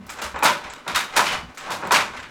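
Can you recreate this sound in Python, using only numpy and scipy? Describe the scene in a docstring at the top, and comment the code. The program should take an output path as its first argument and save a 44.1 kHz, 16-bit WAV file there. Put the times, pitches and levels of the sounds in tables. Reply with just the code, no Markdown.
"""A wooden handloom at work in a bare plastered room, heard from some metres away.
Dull knocks of the frame, sharp cracks of picker and shuttle, clean taps and a hard rattling part are all
bursts of contact noise that ring resonances; the walls smear every blow. Loose slats chatter as tiny
random clicks; low thumps through the floor, and the low ring of an earlier blow at the start, are dying
tones. A low rumble and faint street noise are coloured noise."""
import sys
import numpy as np
from scipy import signal
from scipy.fft import rfft, irfft
from scipy.io import wavfile
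from scipy.ndimage import uniform_filter1d

SR = 44100
rng = np.random.default_rng(int(sys.argv[2]) if len(sys.argv) > 2 else 0)


def transcribe(signal):
    """Save signal, clipped to [-1, 1], as a 16-bit WAV file at the path in sys.argv[1]."""
    frames = np.atleast_2d(signal).T
    limited = np.clip(frames, -1, 1)
    pcm = np.round(limited * 32767).astype(np.int16)
    wavfile.write(sys.argv[1], SR, pcm)


def attenuation_scalar(level_db):
    """Turn a level in dB into a linear amplitude multiplier (20 dB per decade)."""
    decades = np.asarray(level_db, float) / 20
    return 10 ** decades


N = 101429  # samples in the scene
LENGTH = 2 ** 15  # samples kept of each blow and each wall answer


def unit(x):
    """Scale to rms 1 along the last axis."""
    return x / np.sqrt(np.mean(x ** 2, -1, keepdims=True) + 1e-20)


def along(points, hz):
    """Read a (pitch, value) table at any pitch, on a log pitch axis."""
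    table_hz, value = np.transpose(points)
    return np.interp(np.log(hz + 1), np.log(table_hz + 1), value)


def curve(rows):
    """Turn a (time, value) table into one value per sample."""
    return np.interp(np.arange(N) / SR, *np.transpose(rows))


def causal(gain):
    """Minimum-phase response: this gain at each frequency, with the energy as early as possible."""
    cepstrum = irfft(np.log(gain + 1e-6))
    half = cepstrum.shape[-1] // 2
    cepstrum[..., 1:half] *= 2
    cepstrum[..., half + 1:] = 0
    return np.exp(rfft(cepstrum))


def coloured(x, spectrum):
    """Filter x through a smooth spectrum, then scale to rms 1."""
    hz = np.fft.rfftfreq(len(x), 1 / SR)
    return unit(irfft(rfft(x) * attenuation_scalar(along(spectrum, hz)), len(x)))


# how long the room rings at each pitch: pitch_hz [Hz], time to fall by 60 dB t60_s [s]
ROOM_DECAY = [(100, 0.75), (500, 0.36), (1800, 0.33), (5000, 0.32), (13000, 0.27)]


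def walls(count):
    """Random echoes of the walls, energy 1 each: noise in which each frequency dies at its own speed."""
    build_s = 0.0064  # the echoes swell at first
    flutter_db, flutter_s = 2.1, 0.0035  # they come in uneven clumps
    noise = rng.standard_normal((count, LENGTH))
    hz, t, bands = signal.stft(noise, SR, nperseg=256)
    fade = attenuation_scalar(-60 * t / along(ROOM_DECAY, hz)[:, None])
    tail = signal.istft(bands * fade, SR, nperseg=256)[1][:, :LENGTH]
    tail = tail * (1 - np.exp(-np.arange(LENGTH) / SR / build_s))
    clumps = uniform_filter1d(rng.standard_normal((count, LENGTH)), round(flutter_s * SR), axis=1)
    tail = tail * attenuation_scalar(flutter_db * unit(clumps))
    return tail / np.linalg.norm(tail, axis=1, keepdims=True)


def blows(table, modes, contact, contact_db, trim_db, rise_s, chatter_s, wet_db):
    """Each blow is a short dense noise burst that rings the part's modes over contact noise, plus wall echoes."""
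    grain = 1.6  # how uneven the rebounds are: higher = spikier
    scatter_db, mode_spread = 3, 0.007  # random change per blow: mode level [dB], mode pitch [fraction]
    wall_tilt_db = -2.35  # walls dull the sound, per octave
    shake = 0.19  # extra dB of echo, relative to the direct sound, per dB of blow
    start_s, level_db, tilt_db = np.transpose(table)
    count = len(start_s)
    hz = np.fft.rfftfreq(LENGTH, 1 / SR)
    t = np.arange(LENGTH) / SR

    rebounds = rng.standard_normal((count, LENGTH))
    spiky = rebounds * abs(rebounds) ** grain
    force = spiky * (1 - np.exp(-t / rise_s)) * np.exp(-t / chatter_s)

    # power spectrum of the struck part: contact noise plus one peak per mode
    vary = rng.standard_normal((count, 2, len(modes)))
    body = attenuation_scalar(contact_db + along(contact, hz)) ** 2
    for k, (pitch_hz, width_hz, mode_db) in enumerate(modes):
        centre = pitch_hz * (1 + mode_spread * vary[:, :1, k])
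        height = attenuation_scalar(mode_db + scatter_db * vary[:, 1:, k]) ** 2
        detune = (hz ** 2 - centre ** 2) / (width_hz * (hz + 1))
        body = body + height / (1 + detune ** 2) ** 2

    octaves = np.log2((hz + 300) / 1500)
    slope = attenuation_scalar(np.clip(tilt_db, -8, 8)[:, None] * octaves)
    colour = causal(np.sqrt(body) * slope)
    direct = irfft(rfft(force) * colour)
    direct = direct / np.linalg.norm(direct, axis=1, keepdims=True)

    # the echoes take the part's colour but not its burst of rebounds
    wet = attenuation_scalar(wet_db + shake * (level_db[:, None] + 31.5) + wall_tilt_db * octaves)
    echo = irfft(colour * wet * rfft(walls(count)))
    echo = echo / np.linalg.norm(irfft(colour), axis=1, keepdims=True)

    out = np.zeros(N + LENGTH)
    for start, level, blow in zip(start_s, level_db, direct + echo):
        out[round(start * SR):][:LENGTH] += attenuation_scalar(level + trim_db) * blow
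    return out[:N]


# colour of the street noise: pitch_hz [Hz], relative level_db [dB]
STREET_COLOUR = [(100, -22), (260, 10.5), (1600, -6), (17000, -32)]


def street():
    """Faint steady street noise: random noise through a smooth spectrum, rms -53 dB."""
    return attenuation_scalar(-53) * coloured(rng.standard_normal(N), STREET_COLOUR)


# loudness of the rumble as it wavers: time_s [s], level_db [dB]
RUMBLE_LEVEL = [(0, -47), (.35, -66), (.7, -50), (.85, -84), (.97, -47), (1.17, -92), (1.32, -49.5),
                (1.5, -45.5), (1.58, -82), (1.8, -76), (1.92, -58), (2.2, -47), (2.3, -58)]
# colour of the rumble: pitch_hz [Hz], relative level_db [dB]
RUMBLE_COLOUR = [(12, -51), (20, -30), (58, 10.5), (135, 2), (200, -2), (260, 7), (440, -120)]


def rumble():
    """Wavering low rumble: random noise, mostly bass, whose level follows a curve."""
    return attenuation_scalar(curve(RUMBLE_LEVEL)) * coloured(rng.standard_normal(N), RUMBLE_COLOUR)


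# low thumps through the floor; the first row is the dying low ring of an earlier blow:
# start_s [s], level_db before the fade [dB], pitch_hz [Hz], time to fall by 60 dB t60_s [s]
LOW_TONES = [(0.0, -33, 193.4, 0.18), (0.249, -37.5, 68.5, 0.41), (.34, -33.5, 67, 0.23),
             (0.927, -40, 74, 0.27), (1.432, -33.5, 159.4, 0.14)]


def low_tones():
    """Soft low thumps and the ring of an earlier blow: one dying sine tone each, with a softened start."""
    rise_s = 0.0012
    out = np.zeros(N)
    for start_s, level_db, pitch_hz, t60_s in LOW_TONES:
        t = np.clip(np.arange(N) / SR - start_s, 0, None)
        fade = attenuation_scalar(level_db - 60 * t / t60_s)
        out += fade * (1 - np.exp(-t / rise_s)) * np.sin(2 * np.pi * pitch_hz * t)
    return out


# loudness of the loose slats as they stir and settle: time_s [s], level_db [dB]
CLATTER_LEVEL = [(.06, -45), (.15, -40.5), (1.4, -37), (1.53, -49.5), (1.62, -38.5)]
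# colour of the slats: pitch_hz [Hz], relative level_db [dB]
SLAT_COLOUR = [(150, -12.5), (400, -8), (1020, 3), (2700, -6.5), (9000, -26), (16000, -48)]


def clatter():
    """Many tiny random contacts of slats and cords, heard mostly through the room."""
    ticks_per_s, size_spread_db, room_db = 440, 8.5, 12  # room_db: echo energy over the direct ticks
    hit = rng.random(N) < ticks_per_s / SR
    size = attenuation_scalar(size_spread_db * rng.standard_normal(N))
    ticks = hit * size * rng.standard_normal(N)
    echo = signal.fftconvolve(ticks, walls(count=1)[0])[:N]
    return attenuation_scalar(curve(CLATTER_LEVEL)) * coloured(ticks + attenuation_scalar(room_db) * echo, SLAT_COLOUR)


# sharp cracks of picker and shuttle:
# start_s [s], relative level_db [dB], brightness_db [dB per octave, held within 8 either way]
CRACKS = [(0.0647, -38, 8), (0.0986, -27, 5), (0.2164, -19, 1), (0.245, -32, 0), (0.4314, -12, 6),
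          (0.4458, -8, -2), (0.6385, -27, -7), (0.8772, -19.5, -2.5), (0.9461, -11.5, -5),
          (0.9558, -14, 3.5), (1.1631, -8, 2), (1.5454, -39.5, 2.5), (1.5756, -28.5, 1.5), (1.703, -21, -1),
          (1.717, -21, 2), (1.9168, -9, 1), (1.9427, -8, -2.5), (2.1651, -25, -5.5), (2.2268, -28, -6.5)]
# resonances of the picker, also used by taps: pitch_hz [Hz], width_hz [Hz], relative level_db [dB]
PICKER_MODES = [(1506, 180, -0.5), (2840, 56, 0), (3710, 340, 2)]
# sharp contact noise, also used by taps and rattles: pitch_hz [Hz], relative level_db [dB]
SNAP_COLOUR = [(590, -59.5), (1000, -17.5), (2090, -11), (2410, -11), (6410, -15), (13100, -24.5),
               (16600, -34.5), (17900, -41)]


def picker_cracks():
    """Sharp cracks: bursts of strong contact noise mixed with the picker's own ringing."""
    return blows(CRACKS, PICKER_MODES, SNAP_COLOUR, contact_db=17.5, trim_db=13.0,
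                 rise_s=0.0034, chatter_s=0.006, wet_db=7.5)


# dull knocks of beater and frame:
# start_s [s], relative level_db [dB], brightness_db [dB per octave, held within 8 either way]
KNOCKS = [(0.092, -18.5, 8.5), (0.186, -18.5, 5), (0.215, -15.5, -3), (0.248, -20, 4), (0.3425, -16.5, -4),
          (0.358, -14, 0.5), (0.4245, -2.5, 0.5), (0.455, -7.5, 1), (0.654, -26.5, -4.5), (0.699, -21, 8.5),
          (0.863, -18.5, -3), (0.879, -14, -1.5), (0.961, -10.5, 3.5), (1.156, -10.5, 3.5),
          (1.165, -4.5, 1.5), (1.192, -7, 2.5), (1.573, -19, 14), (1.671, -20, -2.5), (1.696, -15, -2),
          (1.727, -17, -4.5), (1.8245, -13, -5.5), (1.85, -20, 4), (1.907, -3.5, 0), (1.934, -7.5, 3),
          (1.958, -6, 3.5), (2.138, -23, -1.5), (2.199, -28.5, 8.5)]
# resonances of the frame, also used by taps: pitch_hz [Hz], width_hz [Hz], relative level_db [dB]
FRAME_MODES = [(190, 35, -17), (591, 60, -5), (970, 250, 1), (1280, 260, -1), (2450, 300, -9)]
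# dull contact noise: pitch_hz [Hz], relative level_db [dB]
THUD_COLOUR = [(47, -75), (80, -16), (524, -0.5), (985, 6.5), (1180, 3.5), (1410, 8), (1660, 3.5),
               (6000, -20), (7800, -13), (13200, -120)]


def frame_knocks():
    """Dull knocks: short bursts ring the resonances of the wooden frame over a dull contact noise."""
    return blows(KNOCKS, FRAME_MODES, THUD_COLOUR, contact_db=-8, trim_db=8.5,
                 rise_s=0.0015, chatter_s=0.004, wet_db=5)


# single taps of wood on wood:
# start_s [s], relative level_db [dB], brightness_db [dB per octave, held within 8 either way]
TAPS = [(0.389, -24, 5), (0.4562, -2, -4), (0.473, -4, -4), (0.482, -6, -5), (0.7362, -21, 2),
        (0.8775, -11, -1), (0.9605, -4, 0), (1.167, -6, -3), (1.872, -23, 5), (1.9085, -5, -7)]


def single_taps():
    """Clean taps: very short bursts ring frame and picker together, with little echo left behind."""
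    modes = FRAME_MODES[1:] + PICKER_MODES  # without the frame's lowest mode
    return blows(TAPS, modes, SNAP_COLOUR, contact_db=3, trim_db=8,
                 rise_s=0.0005, chatter_s=0.003, wet_db=-3)


# rattles of a hard part:
# start_s [s], relative level_db [dB], brightness_db [dB per octave, held within 8 either way]
RATTLES = [(1.256, -12.5, -3.5), (1.2795, -18.5, -3), (1.3204, -18.5, -1.5)]
# resonances of the hard part: pitch_hz [Hz], width_hz [Hz], relative level_db [dB]
HARD_PART_MODES = [(2420, 200, -10), (2980, 110, -1), (4450, 500, -14)]


def hard_part_rattles():
    """A hard part rings briefly: longer bursts excite its high resonances."""
    return blows(RATTLES, HARD_PART_MODES, SNAP_COLOUR, contact_db=1, trim_db=11.5,
                 rise_s=0.00069, chatter_s=0.013, wet_db=8.5)


def scene():
    """The loom in its room: all layers added into one channel."""
    quiet = street() + rumble() + low_tones() + clatter()
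    strokes = picker_cracks() + frame_knocks() + single_taps() + hard_part_rattles()
    return (quiet + strokes)[None]


def band_limit(x):
    """A steep low-pass at the top of the band."""
    return signal.sosfilt(signal.butter(12, 18010, fs=SR, output="sos"), x)


def record(dry):
    """The phone keeps nothing at or above its band limit of 18000 Hz."""
    kept = np.fft.rfftfreq(N, 1 / SR) < 18000
    band = irfft(rfft(dry) * kept, N)
    return band_limit(band)


dry = scene()
out = record(dry)
transcribe(out)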